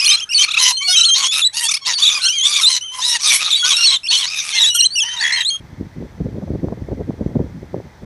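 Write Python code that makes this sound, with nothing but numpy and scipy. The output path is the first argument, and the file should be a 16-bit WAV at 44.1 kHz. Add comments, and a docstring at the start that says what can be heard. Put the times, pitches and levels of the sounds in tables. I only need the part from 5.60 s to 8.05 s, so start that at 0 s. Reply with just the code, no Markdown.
"""Wind buffets a bare microphone in an open farm field.
At first, scattered eddies hit the port over a faint hiss, each a burst of turbulence with a bass rumble.
By 0.7 s the soft rumble of the airflow has swelled and the eddies crowd in, the hardest with a
pressure kick. After 1.9 s the wind slackens, then stirs again at the end; the far hiss stays throughout."""
import sys
import numpy as np
from scipy import signal
from scipy.fft import rfft, irfft
from scipy.io import wavfile
from scipy.ndimage import uniform_filter1d

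SR = 44100
rng = np.random.default_rng(int(sys.argv[2]) if len(sys.argv) > 2 else 0)


def master_out(mix):
    """Clip the mix to full scale and print it as 16-bit PCM to the path in sys.argv[1]."""
    frames = np.transpose(np.atleast_2d(mix))
    ceiling = np.clip(frames, -1, 1)
    pcm = np.round(ceiling * 32767).astype(np.int16)
    wavfile.write(sys.argv[1], SR, pcm)


N = 108045
TIME = np.arange(N) / SR
HZ = np.maximum(np.arange(N // 2 + 1) * SR / N, 1)


def eddies(size=8192, trim_db=-.5, flutter_db=3, flutter_hz=73):
    """Turbulent pressure: each eddy swells and fades; the faster it is, the higher its spectrum reaches."""
    # eddies hitting the port: middle_s, length_s, level_db (before trim), edge_hz, rumble_offset_db
    impacts = [(.004, 0.01, -36, 235, 6.5), (0.047, 0.025, -40.5, 200, -2), (0.126, 0.025, -36.5, 240, 2.5),
               (.186, 0.017, -40.5, 170, 10.5), (0.214, 0.014, -26, 282, 0), (0.257, 0.015, -30.5, 190, 2),
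               (0.377, 0.017, -29.5, 266, 0), (.407, 0.011, -27, 368, -5), (0.437, 0.02, -28.5, 345, -1),
               (.581, 0.009, -36.5, 230, -14), (0.614, 0.015, -20.5, 334, -2), (.651, 0.0055, -30, 202, 0),
               (0.664, 0.012, -22, 430, -2), (.69, 0.01, -27, 527, -6), (.746, 0.036, -31, 393, 1),
               (0.778, 0.02, -26, 424, -17), (0.826, 0.013, -31, 830, 1), (.835, 0.014, -23.5, 212, -24),
               (0.882, 0.0084, -29, 560, 4.5), (0.91, 0.013, -24, 500, 3), (0.94, 0.009, -24, 584, 3),
               (0.956, 0.013, -26, 550, 5.5), (.993, 0.021, -31.5, 343, 3.5), (1.04, 0.015, -20, 414, -1),
               (1.079, 0.015, -25, 400, 0.5), (1.105, .009, -29, 476, -5), (1.128, 0.01, -19, 600, -27),
               (1.177, 0.012, -32, 580, -5), (1.219, 0.012, -30, 326, 5.5), (1.249, 0.017, -41, 447, 6),
               (1.289, 0.0097, -32.5, 740, 3), (1.327, 0.019, -23.5, 530, 1.5),
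               (1.382, 0.01, -27, 460, -13), (1.41, 0.017, -24.5, 550, 0), (1.485, 0.013, -27, 420, -15),
               (1.498, 0.014, -20, 404, -20), (1.539, 0.0064, -32.5, 480, 1), (1.613, 0.023, -22.5, 490, 0),
               (1.666, 0.0074, -26.5, 500, -5), (1.705, 0.038, -30.5, 560, -3),
               (1.765, 0.013, -18, 516, -8), (1.806, 0.018, -22, 538, 4), (1.843, 0.033, -29.5, 440, 1),
               (1.966, 0.019, -26.5, 161, -8), (2.033, 0.015, -35.5, 422, 7.5),
               (2.135, 0.0077, -32.5, 282, -2), (2.149, 0.0099, -22, 487, -13),
               (2.18, 0.034, -32.5, 520, 2.5), (2.257, 0.014, -39, 536, 5), (2.431, 0.015, -35, 468, 4.5)]
    out = np.zeros(N + 2 * size)
    t = (np.arange(size) - size // 2) / SR
    hz = np.maximum(np.arange(size // 2 + 1) * SR / size, 1)
    rumble_band = below(53, hz, 3.1) * below(hz, 125, 2.58)
    body_band = below(153, hz, 3.6) * below(hz, 225, 1.0)
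    for middle_s, length_s, level_db, edge_hz, rumble_offset_db in impacts:
        start = max(int(middle_s * SR), 0)
        swell = 2 ** (-.5 * np.abs(2 * t / length_s) ** 1.67)   # a bell with wide skirts
        swell_rms = np.sqrt(np.mean(swell ** 2))
        flutter = from_db(flutter_db * drift(flutter_hz, size))
        body = body_band * below(hz, edge_hz, 3.44)
        for band, db in ((body, level_db), (rumble_band, level_db + rumble_offset_db)):
            turbulence = rms_one(shaped(rng.standard_normal(size), band))
            burst = swell * flutter * evened(turbulence, size=500)
            out[start:start + size] += from_db(db + trim_db) * rms_one(burst) * swell_rms
    return out[size // 2:size // 2 + N]


def kicks(boost_db=1.5):
    """A pressure pulse pushes or pulls the membrane; leakage acts as a high-pass, so it swings back."""
    # pressure pulses: middle_s, level_db (before boost and leak), sigma_ms, leak_hz
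    pulses = [(.211, -7.5, 0.8, 137), (.425, -18.5, 0.37, 252), (0.604, -12.5, 0.74, 139),
              (.614, -9, 1.3, 60), (.658, -9.5, 0.66, 80), (.666, -19, 0.4, 218), (.784, -8.5, 0.68, 152),
              (.905, -9, 0.53, 40), (0.936, -15, 0.55, 60.4), (.956, -10.5, 0.45, 109),
              (1.032, -7, 0.77, 84.5), (1.038, -16, 2.1, 101), (1.044, -7, 0.52, 140),
              (1.085, -14, 0.25, 330), (1.125, -10, 0.56, 240), (1.221, -15, 1.03, 79),
              (1.288, -12.5, 0.35, 240), (1.319, -13, 0.43, 161), (1.331, -11, 0.47, 80),
              (1.411, -11, 0.43, 241), (1.497, -6.5, 0.68, 171), (1.507, -13.5, 0.31, 500),
              (1.541, -16, 0.53, 159), (1.613, -8, 0.85, 151), (1.663, -4, 0.6, 50),
              (1.756, -11, 0.36, 149), (1.76, -3.5, 0.79, 170), (1.768, -3.5, 0.72, 134),
              (1.794, -10.5, 0.35, 240), (1.803, -12, 0.58, 70), (1.813, -8, 0.75, 156),
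              (2.031, -15, 0.56, 202), (2.144, -6.5, 0.35, 230), (2.151, -15, 0.71, 131),
              (2.165, -11, 0.56, 230), (2.184, -31, 0.4, 150), (2.202, -15, 0.38, 360)]
    out = np.zeros(N)
    for middle_s, level_db, sigma_ms, leak_hz in pulses:
        sigmas = (TIME - middle_s) * 1000 / sigma_ms
        push = np.exp(-.5 * np.minimum(sigmas ** 2, 100))
        swing = signal.lfilter(*signal.butter(2, leak_hz, "high", fs=SR), push)
        out += rng.choice([-1, 1]) * from_db(level_db + boost_db) * swing
    return out


def airflow(lumps_db=2.0, lumps_hz=11):
    """Flow noise: a soft, lumpy rumble whose amplitude follows the strength of the wind."""
    # strength of the flow: time_s, level_db
    strength = [(0, -49.5), (.3, -46), (.55, -40), (.72, -33.5), (.95, -36), (1.17, -32.5), (1.45, -35),
                (1.7, -34.5), (1.85, -33), (1.93, -37), (2.08, -38), (2.2, -42), (2.33, -47.5), (2.45, -40)]
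    # spectrum of its rumble: frequency_hz, relative_density_db
    spectrum = [(20, -28), (40, -14.5), (62, 0), (115, -2), (185, -5), (280, -16.5), (500, -25),
                (800, -37.5), (1400, -68)]
    level_db = np.interp(TIME, *np.transpose(strength)) + lumps_db * drift(lumps_hz)
    return from_db(level_db) * evened(noise(spectrum), size=1300)


def port_resonance(pressure, centre_hz=545, half_width_hz=70, peak_db=2.5):
    """Resonance: the microphone port lifts the frequencies near its own."""
    return shaped(pressure, from_db(peak_db / (1 + ((HZ - centre_hz) / half_width_hz) ** 2)))


def field(hiss_db=-47):
    """Superposed noise bands: a broad far hiss, thin notes, a faint twitter and a wavering midrange."""
    # spectrum of the distant hiss: frequency_hz, relative_density_db
    spectrum = [(60, 8.5), (250, 1.5), (450, -1.5), (650, -1.5), (900, -2.5), (1300, -6), (1700, -5),
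                (2100, -8), (2450, -11), (2850, -16.5), (3300, -12.5), (4400, -15.5), (5650, -16),
                (6050, -15.5), (6600, -21), (8000, -24.5), (11000, -29.5), (15000, -29.5)]
    # thin steady notes from far off: pitch_hz, half_width_hz, level_db
    note_bands = [(865, 42, -60.5), (1593, 7.6, -74), (1645, 10, -82), (1767, 11, -67.5), (1904, 10, -72.5),
                  (1946, 4.1, -73), (3470, 12, -79), (4290, 37, -74), (6050, 16, -74.5), (6080, 70, -79.5)]
    # wavering bands in the hiss: centre_hz, half_width_hz, level_db
    waver_bands = [(666, 100, -66), (913, 94, -64)]
    notes = sum(from_db(db) * narrow(hz, width) for hz, width, db in note_bands)
    twitter = from_db(-61.5) * wavering(2052, half_width_hz=110, swing_db=5.5, rate_hz=26)
    wavers = sum(from_db(db) * wavering(hz, width, swing_db=3.5, rate_hz=10.6)
                 for hz, width, db in waver_bands)
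    return from_db(hiss_db) * noise(spectrum) + notes + wavers + twitter


def wavering(centre_hz, half_width_hz, swing_db, rate_hz):
    """Random amplitude modulation of a noise band, at unit rms."""
    envelope = from_db(swing_db * np.clip(drift(rate_hz), -2, 2))
    return rms_one(envelope * narrow(centre_hz, half_width_hz))


def narrow(centre_hz, half_width_hz):
    """Narrow-band noise of unit rms: the narrower the band, the clearer its pitch."""
    band = 1 / (1 + ((HZ - centre_hz) / half_width_hz) ** 2)
    return rms_one(shaped(rng.standard_normal(N), band))


def noise(spectrum):
    """White noise filtered to the given spectrum, at unit rms."""
    hz, db = np.transpose(spectrum)
    gain = from_db(np.interp(np.log(HZ), np.log(hz), db))
    return rms_one(shaped(rng.standard_normal(N), gain))


def drift(rate_hz, size=N):
    """Low-passed noise: a random wander of unit rms."""
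    hz = np.arange(size // 2 + 1) * SR / size
    return rms_one(shaped(rng.standard_normal(size), 1 / (1 + (hz / rate_hz) ** 2)))


def evened(x, size):
    """Division by the envelope holds the short-term rms near 1."""
    return x / np.sqrt(uniform_filter1d(uniform_filter1d(x ** 2, size), size) + 1e-9)


def below(hz, edge_hz, order):
    """Low-pass gain; with the frequencies swapped, high-pass."""
    return 1 / np.sqrt(1 + (hz / edge_hz) ** (2 * order))


def shaped(x, gain):
    """Filtering by a gain per frequency."""
    return irfft(rfft(x) * gain, len(x))


def rms_one(x):
    """Scaling to unit rms."""
    return x / np.sqrt(np.mean(x ** 2) + 1e-20)


def from_db(db):
    """Decibels to amplitude ratio."""
    return 10 ** (np.asarray(db) / 20)


def scene():
    """Superposition: the wind, coloured by the port, adds to the sound of the field."""
    wind = airflow() + eddies() + kicks()
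    return (port_resonance(wind) + field())[None]


def record(dry, bass_cut_hz=40, top_cut_hz=15350, fade_s=.004):
    """Band limiting: the microphone sheds the deepest bass, the ends fade and the top is cut."""
    fade = np.minimum(np.minimum(TIME, TIME[::-1]) / fade_s, 1)
    high_pass = signal.butter(3, bass_cut_hz, "high", fs=SR, output="sos")
    low_pass = signal.ellip(12, .1, 80, top_cut_hz, fs=SR, output="sos")
    return signal.sosfilt(low_pass, fade * signal.sosfilt(high_pass, dry))


dry = scene()
out = record(dry)
master_out(out)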